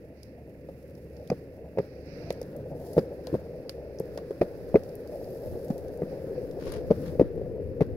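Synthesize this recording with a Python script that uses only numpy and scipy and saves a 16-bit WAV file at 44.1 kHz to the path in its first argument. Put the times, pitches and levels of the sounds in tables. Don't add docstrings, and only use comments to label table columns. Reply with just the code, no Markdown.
import sys
import numpy as np
from scipy import signal
from scipy.fft import rfft, irfft, next_fast_len
from scipy.io import wavfile

SR = 44100
rng = np.random.default_rng(int(sys.argv[2]) if len(sys.argv) > 2 else 0)


def generate_wav(sig):
    pcm = np.round(np.clip(np.atleast_2d(sig).T, -1, 1) * 32767).astype(np.int16)
    wavfile.write(sys.argv[1], SR, pcm)


N = 351036
TIME = np.arange(N) / SR
CRUISE_DB = -40

# time_s, level_db
PACE = [(0.0, -50.5), (0.44, -52), (0.71, -48.5), (1.88, -46), (3.12, -38.5), (3.5, -40), (5.1, -40),
        (5.45, -36), (6.03, -37.5), (6.27, -36), (7.25, -36.5), (7.96, -38.5)]
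# time_s, left_minus_right_db
HAND_TURN = [(0, -1), (4.5, 0), (5.7, 0), (6.3, 1.5), (7.2, 2.5), (7.96, 2.5)]
# start_s, wheel_knock_db, deck_thump_db, truck_clack_db, gritty_crack_db, pitch_semitones, ring_time_factor
WHEEL_BLOWS = [(0.6871, -31.5, -67, -66, -58, 2, 1.4), (1.3002, -21.5, -25, -29, -62, 6, 0.98),
               (1.3158, -14.5, -39, -50, -62, 1.5, 1.02), (1.3215, -28.5, -28, -46, -59, 5.5, 1.3),
               (1.328, -27, -31, -49, -62, 1.5, 1.1), (1.7729, -18.5, -42, -42, -58, 2, 1.36),
               (1.7842, -10.5, -50, -30.5, -44.5, 1.5, 0.89), (1.793, -16.5, -42, -48, -75, -4, 1.15),
               (1.8006, -13, -44, -49, -71, -1.5, 0.73), (2.3045, -17.5, -42, -31.5, -61, 2.5, 1.34),
               (2.4142, -28, -63, -48, -65, 1.5, 1.7), (2.9665, -16, -21.5, -51, -50, 1.6, 1.8),
               (2.9788, -1.5, -33, -32.5, -41.5, 0.5, 0.67), (2.985, -11.5, -23.5, -45, -48, 0.6, 0.97),
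               (2.9924, -18, -39, -52, -66, -1, 0.73), (3.27, -27, -61, -56, -58, 4, 1.3),
               (3.328, -15.5, -41, -54, -53, -5.5, 0.98), (3.3409, -9.5, -35, -48, -52, -0.5, 0.64),
               (3.3493, -16.5, -24, -49, -50, 1.5, 1.4), (3.693, -33, -58, -54, -61, 1.3, 1.2),
               (4.0014, -18.5, -35, -58, -53, 0.8, 0.97), (4.1749, -23.5, -56, -44, -45, 2.5, 1.54),
               (4.3066, -24, -56, -63, -51, -1.2, 1.56), (4.4124, -8, -37, -29.5, -42, -4, 0.79),
               (4.4158, -8, -52, -33, -50, 3, 1.08), (4.424, -14, -33, -53, -50, -1, 1.3),
               (4.7424, -11, -16.5, -39, -55, 3, 1.54), (4.7528, -8, -43, -44, -43, -1, 1.2),
               (4.756, -4.5, -43, -24.5, -45, 0.9, 1.03), (4.7657, -15.5, -38, -44, -59, 1, 1.14),
               (5.214, -26.5, -50, -62, -70, 2.5, 0.86), (5.7018, -22, -21, -60, -49.5, 4.5, 0.8),
               (5.7066, -20, -42, -62, -58, 0, 0.75), (6.0187, -16.5, -34, -40.5, -61, 1, 1),
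               (6.0307, -15, -28, -47, -65, -2, 0.63), (6.667, -27, -41, -55, -53, 2.5, 1.06),
               (6.9043, -12.5, -16.5, -46, -43, 1, 0.8), (6.9092, -5.5, -34, -38, -45, 1.5, 0.93),
               (6.9159, -9.5, -45, -55, -61, 0.8, 0.86), (7.196, -3.5, -21, -32.5, -40, 1, 0.89),
               (7.2096, -8, -21, -40, -60.5, 1, 0.94), (7.2129, -5, -40, -43, -55, -6, 1.12),
               (7.2223, -18.5, -43, -52, -64, 2.5, 0.91), (7.3758, -24, -51, -59, -58, -1, 0.86),
               (7.4143, -23.5, -43, -61, -71, -1, 1.3), (7.8069, -11.5, -20.5, -31.5, -42, 5, 0.53),
               (7.813, -10.5, -34, -35, -64, -1.5, 1), (7.8195, -3, -39, -47, -44, -5, 0.48)]


def rolling(patchy_db, flutter_db, bump_share):
    # cruise_db, pace_db_per_db, turn_db_per_db
    roar_law = (-43, 1, 0.57)
    whirr_law = (-47, 1.06, -2.55)
    deck_law = (-50, 0.14, 1.65)
    # start_s, length_s, whirr_db, deck_db
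    rough_stretches = [(1.17, 0.058, -44, -63), (2.05, 0.79, -54, -49), (2.7, 0.03, -37, -43),
                       (2.93, 0.46, -54, -65), (5.115, 0.045, -35, -60), (5.26, 0.019, -37.5, -60),
                       (6.11, 0.045, -38, -51), (6.95, 0.16, -67, -41), (7.085, 0.085, -43.5, -46),
                       (7.41, 0.084, -43, -59), (7.89, 0.04, -46, -52)]
    # (per Hz, relative)
    roar_spectrum = [(180, -35), (290, -8), (370, 1.5), (430, 3.5), (490, 6.5), (540, 1.5), (640, -23),
                     (1000, -35.5), (3000, -76)]
    whirr_spectrum = [(380, -22.5), (470, 3), (540, 5), (620, 3.5), (690, -7.5), (740, -11.5), (830, -13),
                      (1000, -38), (1500, -43), (3000, -63)]
    deck_spectrum = [(30, -13.5), (65, -7), (100, -2), (165, 0), (220, -6.5), (290, -1.5), (380, -12),
                     (600, -21.5), (1500, -81.5)]

    rough_whirr, rough_deck = swells(rough_stretches, attack_s=0.017, t60_s=0.087)
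    roar_gain = follow(roar_law)
    whirr_gain = together(follow(whirr_law), rough_whirr)
    deck_gain = together(follow(deck_law), rough_deck)

    bumps = bump_share * grains(per_s=220, spread_db=-1.0)[0]
    roar = coloured(stereo_noise(side_db=-24.0) + bumps, roar_spectrum)
    roar = from_db(1.5) * roar_gain * roar
    whirr = wandering(coloured(stereo_noise(side_db=-24.5) + bumps, whirr_spectrum))
    whirr = whirr_gain * whirr * from_db(flutter_db * drift(25))
    boom = from_db(4.0) * deck_gain * coloured(stereo_noise(side_db=-21.5), deck_spectrum)
    return ((roar + whirr) * panned(1.0) + boom) * from_db(patchy_db * drift(9))


def joints():
    # frequency_hz, relative_db, t60_s
    deck_modes = [(180, 3, 0.032), (244, 2.5, 0.025), (141, -14, 0.059)]
    rim_modes = [(551, -27.5, 0.058)]
    truck_modes = [(1064, -15, 0.0068), (1210, -13.5, 0.036), (1520, -0.5, 0.0034), (1980, -0.5, 0.0096),
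                   (2520, -4, 0.0099)]
    # (per Hz, relative)
    edge_spectrum = [(300, -4), (900, 11.5), (1600, 0), (2600, -8.5), (4500, -11), (7000, -18),
                     (10000, -19), (15000, -28)]
    rim_db_per_knock_db = 0.21

    s, wheel_db, deck_db, truck_db, crack_db, semitones, sustain = np.transpose(WHEEL_BLOWS)
    deck_force = clicks(s, deck_db) + 0.05 * clicks(s, wheel_db)
    thump = ring(judder(deck_force, share=0.011, t60_s=0.13), deck_modes)
    thump = from_db(5.5) * butter(thump, 114.0, "high", order=2)

    rim = ring(clicks(s, rim_db_per_knock_db * wheel_db), rim_modes)
    rim = butter(rim, 1070, "low", order=2)

    knock_rows = zip(s, wheel_db, semitones, sustain)
    knock = from_db(1.0) * knocks(knock_rows, shake=0.036, shake_t60_s=0.036, top_hz=990)

    clack = ring(judder(clicks(s, truck_db), share=0.22, t60_s=0.024), truck_modes)
    clack = from_db(-6) * butter(clack, 3160, "low", order=2)

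    crack_gain = from_db(4.0) * fade(clicks(s, crack_db), t60_s=0.058, rise_s=0.00066)
    crack = crack_gain * coloured(grains(per_s=3300, spread_db=-6.5), edge_spectrum)
    return thump + knock - rim + clack + crack


def pits():
    mean_per_s, cruise_knock_db, spread_db = 45, -38.5, 4
    mean_semitones, spread_semitones = 1.4, 1.45

    wait, size, pitch = rng.standard_normal((900, 3)).T
    s = np.cumsum(np.exp(wait - .5)) / mean_per_s
    pace_db = np.interp(s, *np.transpose(PACE)) - CRUISE_DB
    db = cruise_knock_db + spread_db * np.minimum(size, 1) + pace_db
    semitones = mean_semitones + spread_semitones * pitch
    rows = np.transpose([s, db, semitones, np.ones(len(s))])[s < TIME[-1]]
    return knocks(rows, shake=0.053, shake_t60_s=0.047, top_hz=790) * panned(0.0)


def knocks(rows, shake, shake_t60_s, top_hz):
    # frequency_hz, relative_db, t60_s
    wheel_modes = [(434.3, 4, 0.019), (560, 0, 0.011), (815, -18.5, 0.024)]
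    out = np.zeros((2, N))
    strike = signal.unit_impulse(SR // 12)
    for s, db, semitones, sustain in rows:
        ratio = 2 ** (semitones / 12)
        modes = [(hz * ratio, level_db, t60_s * sustain) for hz, level_db, t60_s in wheel_modes]
        knock = from_db(db) * ring(judder(strike, shake, shake_t60_s), modes)
        at = int(s * SR)
        out[:, at:at + len(strike)] += knock[:, :N - at]
    return butter(butter(out, top_hz, "low", order=2), 69, "high", order=1)


def sand():
    # cruise_db, pace_db_per_db, turn_db_per_db
    grind_law = (-70.5, 0.57, -0.74)
    hiss_law = (-75, 0.31, -1)
    # start_s, length_s, coarse_db, fine_db
    sandy_patches = [(0.64, 0.72, -96, -78), (2.08, 0.5, -67.5, -76), (2.73, 0.25, -90, -65.5),
                     (3.19, 0.13, -62.5, -70), (3.95, 1.09, -69, -72.5), (5.03, 0.69, -81, -67),
                     (5.72, 1.2, -71, -72), (6.03, 0.29, -68, -75), (6.86, 0.24, -62.5, -66)]
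    # start_s, length_s, relative_db
    dust_events = [(5.05, 0.47, -67.5)]
    # (per Hz, relative)
    grind_spectrum = [(400, -2), (800, 12.5), (1150, 4), (1700, 8), (2400, -8.5), (3200, -7.5),
                      (5000, -10.5), (8000, -29), (16000, -32)]
    hiss_spectrum = [(1500, -15), (3500, -2), (6000, 0), (8500, 2.5), (12000, -1), (15500, 1.5)]
    dust_spectrum = [(6000, -15), (9500, -15), (11500, -6), (12900, 0), (13800, -7), (15500, -12)]
    stir_db_per_knock_db = 0.33

    s, knock_db = np.transpose(WHEEL_BLOWS)[:2]
    stirred = fade(clicks(s, stir_db_per_knock_db * knock_db), t60_s=0.55, rise_s=0.0056)
    patch_coarse, patch_fine = swells(sandy_patches, attack_s=0.096, t60_s=0.7)
    coarse_gain = together(follow(grind_law), patch_coarse, from_db(-69.5) * stirred)
    fine_gain = together(follow(hiss_law), patch_fine, from_db(-81) * stirred)
    dust_gain, = swells(dust_events, attack_s=0.29, t60_s=0.55)

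    crunch = stereo_noise(side_db=-2.5) + 0.92 * grains(per_s=500, spread_db=0.5)
    crunch = from_db(4.5) * coarse_gain * coloured(crunch, grind_spectrum)
    crackle = grains(per_s=900, spread_db=2.9)
    hiss = coloured(stereo_noise(side_db=0.0) + 0.82 * crackle, hiss_spectrum)
    hiss = from_db(5.0) * fine_gain * hiss * panned(-2.5)
    sizzle = dust_gain * coloured(grains(per_s=3300, spread_db=4.5), dust_spectrum) * panned(-7.0)
    return crunch * from_db(0.55 * drift(24)) + hiss * from_db(1.3 * drift(26)) + sizzle


def snaps(high_edge, width, t60_s, crumble_db, crumble_t60_s):
    # start_s, relative_db, pitch_hz, resonance_db, lowest_hz, left_minus_right_db
    snap_events = [(0.2318, -35.5, 5200, 5, 4400, 0), (0.9525, -51, 5120, 7, 3000, -10),
                   (1.1674, -46, 5170, 7, 2950, -6), (1.275, -40, 4830, -6, 3000, -4),
                   (1.301, -31.5, 5460, 8, 2200, -9), (2.3048, -22.5, 3900, 8, 1200, -1),
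                   (2.3258, -33.5, 9700, 9, 4200, -1), (2.4154, -33.5, 5850, 5, 5000, 1),
                   (2.429, -44, 4840, 2, 3500, -15), (2.5648, -39.5, 13670, 12, 5500, 0),
                   (2.9329, -35, 11000, 8, 4750, -2), (2.991, -43, 4900, 15, 2200, -25),
                   (3.27, -28, 4230, 8, 2800, 3), (3.6944, -21.5, 4640, 11.5, 1400, -0.5),
                   (3.987, -35, 5700, 23, 4200, 1), (3.998, -34.5, 11800, 5, 4600, 6),
                   (4.176, -30, 5870, 5, 2200, 0), (4.794, -47, 11000, 2, 4500, 0),
                   (4.8353, -41, 5530, 1, 4000, -2), (4.892, -47, 5400, 10, 4000, -6),
                   (4.9537, -36.5, 13500, 9, 6500, 5), (5.075, -41, 13000, 3, 4500, -6),
                   (5.243, -47, 5000, 17, 4200, -5), (5.46, -50, 11500, 2, 4500, 0),
                   (5.647, -42, 12500, 1, 8000, 2), (5.683, -42, 11500, -7, 6000, 0),
                   (5.704, -40, 11000, -7, 4500, 0), (5.78, -38.5, 11000, 5, 4200, 3),
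                   (5.883, -49, 6200, 4, 4000, 14), (5.974, -47, 10000, 1, 6000, 10),
                   (6.512, -41.5, 4920, 0, 3000, -2), (6.611, -43, 2500, 9, 900, -7),
                   (6.657, -40, 9000, 0, 2500, 1), (6.693, -40, 3000, 2, 1000, 3),
                   (6.721, -32, 9600, 12, 2500, 10), (6.738, -35, 4000, 4, 1200, 5),
                   (6.767, -43, 6000, 0, 1500, 9)]
    break_height = 4
    out = np.zeros((2, N))
    t = np.arange(SR // 8) / SR
    for s, db, hz, ring_db, lowest_hz, pan_db in snap_events:
        crack, crumbs = rng.standard_normal((2, 2, len(t)))
        crack = break_height * (t == 0) + crack * decay(t, t60_s)
        crack = port(crack, [(min(hz, .45 * SR), width * hz, ring_db)])
        burst = crack + from_db(crumble_db) * crumbs * decay(t, crumble_t60_s)
        burst = butter(burst, lowest_hz, "high", order=3)
        burst = butter(burst, high_edge * hz, "low", order=1)
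        burst /= np.sqrt(np.mean(burst[:, :SR // 250] ** 2, axis=1, keepdims=True))
        at = int(s * SR)
        out[:, at:at + len(t)] += (from_db(db) * panned(pan_db) * burst)[:, :N - at]
    return from_db(-15.5) * out


def scuff():
    # start_s, length_s, level_db
    scuff_events = [(6.585, 0.1, -56.5), (6.635, 0.13, -51), (6.69, 0.038, -55), (7.015, 0.076, -57)]
    # (per Hz, relative)
    scuff_spectrum = [(300, -36), (900, 10.5), (1500, 5), (2500, 0.5), (4500, -2.5), (7000, -7),
                      (10000, -12), (15000, -27)]
    level, = swells(scuff_events, attack_s=0.028, t60_s=0.17)
    crackle = from_db(1.8 * drift(110)) * grains(per_s=4200, spread_db=1.6)
    return level * coloured(crackle, scuff_spectrum) * panned(5)


def surroundings(hum_hz, gust_db):
    # time_s, relative_db
    hum_curve = [(0, -50), (1.5, -50.5), (3, -50), (4.5, -53), (7.96, -86)]
    # start_s, length_s, relative_db
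    rustle_events = [(0.13, 0.16, -69.5), (1.12, 0.27, -71), (1.76, 0.62, -66), (2.04, 0.26, -58.5),
                     (2.92, 2.4, -71.5), (6.05, 0.087, -65), (6.55, 0.49, -68), (6.32, 0.065, -63)]
    gust_events = [(4.48, 0.33, -52.5), (5.42, 0.11, -41.5), (5.68, 0.21, -46.5), (6.62, 0.27, -45),
                   (7.57, 0.12, -43.5), (7.85, 0.11, -39.5)]
    # cruise_db, pace_db_per_db, turn_db_per_db
    wind_law = (-59.5, 0.74, 3.8)
    # (per Hz, relative)
    wind_spectrum = [(12, -5), (40, -12.5), (80, 3.5), (130, -7), (250, -22.5), (800, -53), (2000, -79)]
    rustle_spectrum = [(700, -16.5), (1300, 0.5), (1900, 4), (2600, 7.5), (3200, -10.5), (4200, 0),
                       (5000, -2), (5900, -1.5), (7000, -16), (14000, -33.5)]
    far_spectrum = [(200, 5), (900, -7), (1350, -25.5), (1800, 9), (2250, 5), (2650, 7.5), (3200, -8.5),
                    (5200, -27.5), (7000, -43), (15000, -47.5)]

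    hum_gain, = gains(hum_curve)
    rustle_gain, = swells(rustle_events, attack_s=0.047, t60_s=0.43)
    wind_gain = together(follow(wind_law), *swells(gust_events, attack_s=0.063, t60_s=0.31))

    air = from_db(3.0) * wind_gain * coloured(stereo_noise(side_db=0.0), wind_spectrum)
    air = air * from_db(gust_db * drift(3.9))
    pitch_hz = hum_hz * (1 + 0.033 * drift(8.4))
    hum = hum_gain * np.sin(2 * np.pi * np.cumsum(pitch_hz) / SR) * from_db(2.7 * drift(4.5))
    rustle = coloured(stereo_noise(side_db=3.5), rustle_spectrum)
    rustle = from_db(-4.5) * rustle_gain * rustle * panned(-13.5)
    far = from_db(-71.5) * coloured(stereo_noise(side_db=3.0), far_spectrum) * panned(-10.5)
    return air + hum + rustle + far


def outdoors(x, t60_s, wet_db):
    t = np.arange(SR // 2) / SR
    tail = rng.standard_normal((2, len(t))) * decay(t, t60_s) * (t > .008)
    tail /= np.sqrt(np.sum(tail ** 2, axis=1, keepdims=True))
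    return x + from_db(wet_db) * signal.fftconvolve(x, tail, axes=1)[:, :N]


def towards_hand(x, lag_s):
    turn, = gains(HAND_TURN)
    left = x[0] * np.sqrt(turn)
    right = np.interp(TIME - lag_s, TIME, x[1]) / np.sqrt(turn)
    return np.array([left, right])


def from_db(db):
    return 10 ** (np.asarray(db) / 20)


def decay(t, t60_s):
    return np.exp(-np.log(1000) * t / t60_s)


def rms_one(x):
    return x / np.sqrt(np.mean(x ** 2) + 1e-20)


def gains(rows):
    s, *columns = np.transpose(rows)
    return [from_db(np.interp(TIME, s, column)) for column in columns]


def follow(law):
    db, per_pace, per_turn = law
    pace_db = np.interp(TIME, *np.transpose(PACE))
    turn_db = np.interp(TIME, *np.transpose(HAND_TURN))
    return from_db(db + per_pace * (pace_db - CRUISE_DB) + per_turn * turn_db)


def swells(rows, attack_s, t60_s):
    power = 0
    for start, length, *db in rows:
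        rise = np.clip((TIME - start) / attack_s, 0, 1)
        fall = decay(np.clip((TIME - start - length) / t60_s, 0, 2), 1)
        power = power + (from_db(db)[:, None] * rise * fall) ** 2
    return np.sqrt(power)


def together(*levels):
    return np.sqrt(sum(level ** 2 for level in levels))


def drift(rate):
    knots = rng.standard_normal(4000)
    return rms_one(np.interp(TIME * rate * 2, np.arange(len(knots)), knots))


def wandering(x):
    pitch_share, rate_hz = 0.06, 7
    warped = TIME + np.cumsum(pitch_share * drift(rate_hz)) / SR
    return np.array([np.interp(warped % TIME[-1], TIME, side) for side in x])


def stereo_noise(side_db, size=N):
    mid, side = rng.standard_normal((2, size))
    return mid + from_db(side_db) * side * [[1], [-1]]


def panned(db):
    return from_db(np.array([[db], [-db]]) / 2)


def grains(per_s, spread_db):
    sizes = from_db(spread_db * np.minimum(rng.exponential(1, N), 5))
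    hits = rng.random(N) < per_s / SR
    return rms_one(hits * sizes * rng.standard_normal((2, N)))


def clicks(times_s, db):
    out = np.zeros(N)
    out[(np.asarray(times_s) * SR).astype(int)] = from_db(db)
    return out


def judder(strike, share, t60_s):
    shaking = fade(strike, t60_s, rise_s=0.00032) * stereo_noise(side_db=-14.5, size=len(strike))
    return strike + share * shaking


def fade(force, t60_s, rise_s):
    soft = np.exp(-1 / (rise_s * SR))
    poles = [soft, decay(1 / SR, t60_s)]
    return signal.lfilter([1 - soft], np.poly(poles), force + 1e-18)


def ring(force, modes):
    out = 0
    for k, (hz, db, t60_s) in enumerate(modes):
        r = decay(1 / SR, t60_s)
        w = 2 * np.pi * hz / SR
        mode = signal.lfilter([0, np.sin(w)], [1, -2 * r * np.cos(w), r * r], force + 1e-18)
        out = out + (-1) ** k * from_db(db) * mode
    return out


def butter(x, hz, kind, order):
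    sos = signal.butter(order, min(hz, .45 * SR), kind, fs=SR, output="sos")
    return signal.sosfilt(sos, x + 1e-18)


def coloured(x, spectrum):
    hz, db = np.transpose(spectrum)
    size = next_fast_len(N)
    bins_hz = np.maximum(np.arange(size // 2 + 1) * SR / size, 1)
    shape = from_db(np.interp(np.log(bins_hz), np.log(hz), db))
    return rms_one(irfft(rfft(x, size) * shape, size)[..., :N])


def port(x, resonances):
    for hz, width_hz, db in resonances:
        w = 2 * np.pi * hz / SR
        a = from_db(db / 2)
        k = np.sin(w) * width_hz / (2 * hz)
        middle = -2 * np.cos(w)
        x = signal.lfilter([1 + k * a, middle, 1 - k * a], [1 + k / a, middle, 1 - k / a], x)
    return x


def scene():
    board = outdoors(joints(), t60_s=0.22, wet_db=-38.5) + pits()
    board = board + rolling(patchy_db=-0.7, flutter_db=2.5, bump_share=0.42)
    grit = snaps(high_edge=0.93, width=0.33, t60_s=0.018, crumble_db=-17, crumble_t60_s=0.15)
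    grit = grit + sand() + scuff()
    return towards_hand(board, lag_s=.00008) + grit + surroundings(hum_hz=71.7, gust_db=-1.5)


def record(dry):
    # frequency_hz, width_hz, gain_db
    left_port = [(484, 350, -1), (8140, 2900, -10), (11200, 11100, 8.5), (15000, 2300, 0)]
    right_port = [(780, 1360, -2.5), (1810, 1700, 3.5), (3200, 800, -7), (5000, 1460, 10), (8300, 6400, -9),
                  (12650, 1400, 5.5), (15000, 2500, -8.5)]
    cutoff_hz = 15700
    heard = np.array([port(dry[0], left_port), port(dry[1], right_port)])
    return signal.sosfilt(signal.ellip(10, .2, 80, cutoff_hz, fs=SR, output="sos"), heard)


dry = scene()
out = record(dry)
generate_wav(out)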